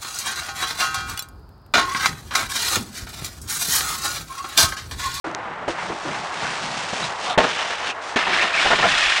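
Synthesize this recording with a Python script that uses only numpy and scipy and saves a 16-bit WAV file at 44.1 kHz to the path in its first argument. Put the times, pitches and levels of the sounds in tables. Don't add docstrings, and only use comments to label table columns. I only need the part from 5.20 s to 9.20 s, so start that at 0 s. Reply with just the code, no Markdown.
import sys
import numpy as np
from scipy import signal
from scipy.fft import rfft, irfft
from scipy.io import wavfile

SR = 44100
rng = np.random.default_rng(int(sys.argv[2]) if len(sys.argv) > 2 else 0)


def wrap_up_sound(samples):
    columns = np.atleast_2d(samples).T
    tamed = np.clip(columns, -1, 1)
    steps = np.round(tamed * 32767).astype(np.int16)
    wavfile.write(sys.argv[1], SR, steps)


N = 176400
T = np.arange(N) / SR
ATTACK_S, JUDDER_HZ = .002, 36.7
GRAINS_PER_S, SNOW_GRAIN_DB, WOOD_GRAIN_DB = 12000, 3.5, 2.5


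def from_db(db):
    return 10 ** (np.asarray(db) / 20)


def rms_one(x):
    return x / np.sqrt(np.mean(x ** 2) + 1e-20)


def level(rows):
    s, db = np.transpose(rows)
    return from_db(np.interp(T, s, db))


def colour(x, spectrum):
    hz, db = np.transpose(spectrum)
    f = np.maximum(np.arange(N // 2 + 1) * SR / N, 1)
    skirts = np.minimum(1, f / hz[0]) * np.minimum(1, hz[-1] / f) ** 2
    gain = from_db(np.interp(np.log(f), np.log(hz), db))
    return rms_one(irfft(rfft(x) * skirts * gain, N))


def noise(spectrum):
    return colour(rng.standard_normal(N), spectrum)


def drift(rate_hz):
    f = np.arange(N // 2 + 1) * SR / N
    return rms_one(irfft(rfft(rng.standard_normal(N)) / (1 + (f / rate_hz) ** 2), N))


def grains(spread_db):
    sizes = from_db(spread_db * np.minimum(rng.exponential(1, N), 5)) * rng.choice([-1, 1], N)
    return rms_one(sizes * (rng.random(N) < GRAINS_PER_S / SR))


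def burst(s, hold, decay):
    return np.clip((T - s) / ATTACK_S, 0, 1) * np.exp(-np.maximum(T - s - hold, 0) / decay)


def swell(s, length):
    return np.exp(-2 * ((T - s) / length) ** 2)


def ring(force, modes, ring_db=-8.5):
    out = force.copy()
    for hz, db, t60 in modes:
        r = np.exp(-np.log(1000) / (t60 * SR))
        zeros = np.array([1, 0, -1]) * (1 - r * r) / 2
        poles = [1, -2 * r * np.cos(2 * np.pi * hz / SR), r * r]
        out += from_db(db + ring_db) * signal.lfilter(zeros, poles, force + 1e-18)
    return out / (1 + from_db(ring_db) / 5)


# f/Hz, level/dB
AIR_SPECTRUM = [(30, -20), (90, -15.5), (200, -21.5), (350, -9.5), (480, -7), (830, 1), (1380, -3.5),
                (2000, -9), (2700, -17.5), (4000, -26.5), (5500, -45), (8000, -58), (10000, -55)]
WIND_SPECTRUM = [(25, -1), (60, -3), (110, -15), (250, -30)]
# t/s, level/dB
GUST_LEVEL = [(2.165, -80), (2.18, -34), (2.2, -34), (2.25, -87), (3.41, -76), (3.46, -43), (3.485, -45),
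              (3.52, -40.5), (3.57, -47), (3.65, -44), (3.73, -51), (3.78, -45), (3.89, -45), (3.93, -71)]
def air():
    rush = noise(AIR_SPECTRUM) * from_db(-31.5 + 1.5 * drift(rate_hz=31))
    buffeting = noise(WIND_SPECTRUM) * level(GUST_LEVEL) * from_db(3.4 * drift(rate_hz=13))
    return rush + buffeting


# t/s, level/dB, decay/s
CLOSE_TICKS = [(0.114, -30.5, 0.00035), (0.1486, -12.5, 0.00034)]
TICK_PARTIALS = [1800, 3900, 6330]
def ticks():
    out = 0
    for s, db, decay in CLOSE_TICKS:
        age = np.maximum(T - s, 0)
        tone = sum((-1) ** k * np.sin(2 * np.pi * hz * age) for k, hz in enumerate(TICK_PARTIALS))
        out = out + from_db(db) * np.exp(-age / decay) * tone
    return out


# f/Hz, level/dB
CRUST_SPECTRUM = [(60, -35), (170, -12.5), (330, -10.5), (650, -0.5), (1300, -1.5), (2200, -1.5),
                  (3600, -3.5), (4400, -5.5), (5800, -8), (8000, -14), (10000, -23)]
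SCUFF_SPECTRUM = [(300, -21), (650, -3.5), (1400, 0.5), (2100, 2), (4000, -16)]
LIP_SPECTRUM = [(150, -17), (450, -9), (700, 3), (1250, -2), (2000, -20), (3600, -6.5), (4500, -18.5),
                (10000, -34)]
RUMBLE_SPECTRUM = [(80, -15), (120, -6), (172, -2), (230, -6.5), (400, -11), (900, -44)]
# t/s, level/dB
CRUST_PUSH = [(.47, -49.5), (.5, -32), (.56, -41), (.65, -34.5), (.79, -38.5), (.89, -33.5), (1.1, -34.5),
              (1.23, -29), (1.7, -30), (1.85, -26.5), (1.92, -35.5), (1.97, -37), (2.06, -26.5),
              (2.13, -35), (2.155, -45), (2.18, -84)]
ICE_PUSH = [(1.99, -61), (2.03, -42), (2.07, -27), (2.13, -22), (2.16, -45), (2.18, -87)]
SPRAY_LEVEL = [(2.7, -84), (2.74, -47), (2.81, -47), (2.825, -37), (2.92, -33.5), (2.95, -41.5),
               (2.98, -74)]
BOARD_RUMBLE = [(.6, -45), (.72, -36), (.8, -62), (.88, -34), (.99, -41), (1.1, -52), (1.25, -35),
                (1.35, -44.5), (1.47, -38.5), (1.7, -48), (1.85, -35.5), (1.95, -56), (2.08, -46),
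                (2.17, -66), (3.3, -64), (3.6, -38.5), (3.67, -30.5), (3.76, -46), (3.9, -59)]
# t/s, level/dB, length/s
SOFT_PATCHES = [(0.6, -32, 0.062), (0.947, -34, 0.076), (1.284, -33, 0.19)]
# f/Hz, level/dB, t60/s
STEEL_MODES = [(2670, 2, 0.035)]
DECK_MODES = [(716, -7, .03), (900, -4, .04), (1130, -4, .05), (1280, -1, .06), (2780, -2, .05),
              (3550, 3, .02)]
def snow_ride():
    hiss = ring(colour(grains(SNOW_GRAIN_DB), CRUST_SPECTRUM) * level(CRUST_PUSH), STEEL_MODES)
    spray = colour(grains(SNOW_GRAIN_DB), CRUST_SPECTRUM) * level(SPRAY_LEVEL)
    ploughing = sum(from_db(db) * swell(s, length) for s, db, length in SOFT_PATCHES)
    scuffs = colour(grains(spread_db=2.5), SCUFF_SPECTRUM) * ploughing
    lip = ring(colour(grains(SNOW_GRAIN_DB), LIP_SPECTRUM) * level(ICE_PUSH), DECK_MODES)
    rumble = noise(RUMBLE_SPECTRUM) * level(BOARD_RUMBLE)
    judder = from_db(1.1 * drift(JUDDER_HZ))
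    return (hiss + spray + scuffs + lip + rumble) * judder


# t/s, level/dB, hold/s, decay/s, crunch/dB
SNOW_DROPS = [(.043, -27.5, 0.0051, 0.035, -44.5), (0.063, -32, 0.0041, 0.062, -48),
              (0.4788, -18, 0.0087, 0.016, -33.5), (0.696, -25.5, 0.0064, 0.041, -54),
              (0.85, -30.5, 0.01, 0.048, -55), (1.732, -23, 0.0042, 0.0027, -28.5)]
# f/Hz, level/dB
THUMP_SPECTRUM = [(60, -11.5), (160, -10.5), (230, -14), (320, 4.5), (440, -4.5), (600, -2), (1100, -8.5),
                  (1800, -14.5), (5000, -34)]
def snow_thumps():
    body = noise(THUMP_SPECTRUM)
    crunch = colour(grains(SNOW_GRAIN_DB), CRUST_SPECTRUM)
    return sum((body * from_db(db) + crunch * from_db(crunch_db)) * burst(s, hold, decay)
               for s, db, hold, decay, crunch_db in SNOW_DROPS)


# t/s, level/dB, f/Hz, decay/s
BOARD_FLEXES = [(.482, -20.5, 338, 0.024), (.486, -27, 720, 0.004), (1.728, -23.5, 197, 0.0056),
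                (2.959, -15, 243, 0.0054), (2.966, -18, 420, 0.0092)]
PLANK_CLACKS = [(3.003, -19, 1304, .013), (3.072, -15.5, 910, .005), (3.457, -12.5, 778, 0.0086),
                (3.516, -13, 1440, .012), (3.53, -10, 677, 0.0055), (3.638, -12.5, 1375, .009),
                (3.654, -12, 640, .011)]
def swings(rows):
    return sum(from_db(db) * burst(s, ATTACK_S, decay) * np.sin(2 * np.pi * hz * (T - s))
               for s, db, hz, decay in rows)


# t/s, level/dB, length/s, f/Hz
EDGE_CATCHES = [(1.27, -31, .045, 1490), (1.84, -34, 0.035, 3860), (2.39, -27, 0.023, 2920),
                (2.706, -29.5, 0.031, 2650), (3.218, -22.5, 0.026, 2420), (3.223, -23, 0.014, 1840),
                (3.345, -20, 0.013, 2510), (3.383, -22, 0.023, 2234), (3.878, -21, 0.052, 2540)]
def squeaks():
    out = 0
    for s, db, length, hz in EDGE_CATCHES:
        rough_tone = np.sqrt(2) * drift(rate_hz=170) * np.sin(2 * np.pi * hz * T)
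        out = out + from_db(db) * swell(s, length) * rough_tone
    return out


# f/Hz, level/dB, t60/s
FIRST_TABLE_MODES = [(177, 6, .16), (425, -5, .08), (500, 4, .09), (623, 6, .12), (901, 2, .1),
                     (1083, -2, .1), (1452, -2, .12), (1680, -4, .04), (2438, -2, .12), (3500, -3, .03)]
SECOND_TABLE_MODES = [(162, 6.5, 0.25), (354, 5.5, 0.12), (610, -9.5, 0.038), (694, -2, 0.2),
                      (1030, 3.5, 0.2), (1440, 1, 0.22), (1808, 4.5, 0.03), (3500, -12, 0.022),
                      (4100, -4, 0.16), (5130, 1, 0.011)]
HOP_S = 2.85
def tables(force, ring_db):
    first = ring(force * (T < HOP_S), FIRST_TABLE_MODES, ring_db)
    second = ring(force * (T >= HOP_S), SECOND_TABLE_MODES, ring_db)
    return first + second


# t/s, level/dB, contact/s
LANDINGS = [(2.176, -5.5, 0.0009), (2.9607, -12, 0.00028)]
def slaps():
    return -sum(from_db(db) * np.sin(np.pi * np.clip((T - s) / contact, 0, 1))
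                for s, db, contact in LANDINGS)


# t/s, level/dB, hold/s, decay/s, treble corner/Hz, thud/dB
TABLE_BLOWS = [(2.1766, -9, 0.014, 0.006, 3000, -16), (2.2, -17, 0.0083, 0.021, 2000, -21),
               (2.239, -18.5, 0.012, 0.0037, 3500, -30), (2.9587, -16, 0.0079, 0.005, 6000, -25.5),
               (3.067, -20, 0.0068, 0.03, 2500, -33), (3.219, -23.5, .03, 0.031, 3000, -40.5),
               (3.444, -20.5, 0.021, 0.024, 1200, -34), (3.503, -17, 0.037, 0.011, 2400, -31),
               (3.585, -17.5, 0.0097, 0.017, 3500, -39), (3.624, -16.5, 0.043, 0.011, 1790, -39)]
# f/Hz, level/dB
CLATTER_SPECTRUM = [(70, -11.5), (260, -20.5), (480, 0.5), (650, 4.5), (1100, 4), (1600, 1), (2400, -1),
                    (3500, -2), (4600, -10.5), (7000, -11.5), (10000, -24)]
FIRST_FRAME = [(90, -23), (175, -11), (250, -5), (400, -8), (490, 1.5), (900, -17)]
SECOND_FRAME = [(100, -15), (170, -1.5), (290, -0.5), (390, 3.5), (500, -16), (900, -30)]
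def table_knocks():
    clatter = colour(grains(spread_db=3.5), CLATTER_SPECTRUM)
    frame = np.where(T < HOP_S, noise(FIRST_FRAME), noise(SECOND_FRAME))
    force, thud = 0, 0
    for s, db, hold, decay, corner_hz, thud_db in TABLE_BLOWS:
        softened = rms_one(signal.lfilter(*signal.butter(1, corner_hz, fs=SR), clatter))
        force = force + softened * from_db(db) * burst(s, hold, decay)
        thud = thud + frame * from_db(thud_db) * burst(s, hold, 2.1 * decay)
    return tables(force + slaps(), ring_db=.99) + thud


def rasp(slips_per_s=170, low_hz=1500, high_hz=2900, t60_s=.03):
    pitches = np.geomspace(low_hz, high_hz, 20)
    slips = (rng.random(N) < slips_per_s / SR) * rng.uniform(.95, 1, N)
    pitch_index = rng.integers(0, len(pitches), N)
    r = np.exp(-np.log(1000) / (t60_s * SR))
    out = 0
    for k, w in enumerate(2 * np.pi * pitches / SR):
        poles = [1, -2 * r * np.cos(w), r * r]
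        out = out + signal.lfilter([np.sin(w)], poles, slips * (pitch_index == k) + 1e-18)
    return rms_one(out)


# t/s, level/dB
FIRST_SLIDE_PUSH = [(2.17, -83), (2.18, -28), (2.25, -23), (2.33, -27.5), (2.39, -24.5), (2.47, -26.5),
                    (2.5, -26), (2.57, -31), (2.71, -24.5), (2.735, -50), (2.76, -78)]
SECOND_SLIDE_PUSH = [(2.955, -70), (2.968, -19.5), (3.01, -22), (3.06, -25.5), (3.15, -20.5), (3.23, -19),
                     (3.27, -24), (3.33, -25.5), (3.39, -20), (3.46, -19.5), (3.56, -23.5), (3.62, -23),
                     (3.72, -18), (3.84, -20), (4.0, -21.5)]
# f/Hz, level/dB
FIRST_SLIDE_SPECTRUM = [(60, -18), (200, -12.5), (450, -10), (700, -5), (1500, 0), (2200, -2), (3000, -1.5),
                        (4400, -9.5), (5800, -11), (8000, -20), (10000, -28.5)]
SECOND_SLIDE_SPECTRUM = [(60, -32), (170, -17.5), (350, -9.5), (460, -12.5), (680, 0.5), (900, -2.5),
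                         (1200, 2), (1800, 1.5), (2600, -0.5), (3500, -2.5), (4400, -9.5), (5600, -14.5),
                         (8000, -23), (10000, -33)]
def table_slides(brighten_from_s=2.57, tilt_db_per_oct=3, rasp_db=-6):
    first = colour(grains(WOOD_GRAIN_DB), FIRST_SLIDE_SPECTRUM) * level(FIRST_SLIDE_PUSH)
    slips = grains(WOOD_GRAIN_DB)
    dull, bright = (colour(slips, [(hz, db + tilt * np.log2(hz)) for hz, db in SECOND_SLIDE_SPECTRUM])
                    for tilt in (-tilt_db_per_oct, tilt_db_per_oct))
    blend = np.clip(T - brighten_from_s, 0, 1)
    second = (dull * (1 - blend) + bright * blend + from_db(rasp_db) * rasp()) * level(SECOND_SLIDE_PUSH)
    judder = from_db(1.5 * drift(JUDDER_HZ))
    return tables((first + second) * judder, ring_db=-8.5)


def scene():
    mono = air() + snow_ride() + snow_thumps() + table_slides() + table_knocks()
    mono += swings(BOARD_FLEXES) + swings(PLANK_CLACKS) + squeaks() + ticks()
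    return np.array([mono, mono])


def low_pass(x, hz):
    return signal.sosfilt(signal.ellip(12, .1, 70, hz, fs=SR, output="sos"), x)


def record(dry, start_s=.0415, full_scale=.72):
    opened = dry * np.clip((T - start_s) / ATTACK_S, 0, 1)
    overloaded = low_pass(np.clip(opened, -.70, .53), hz=10050)
    return low_pass(np.clip(overloaded, -full_scale, full_scale), hz=15800)


dry = scene()
out = record(dry)
wrap_up_sound(out)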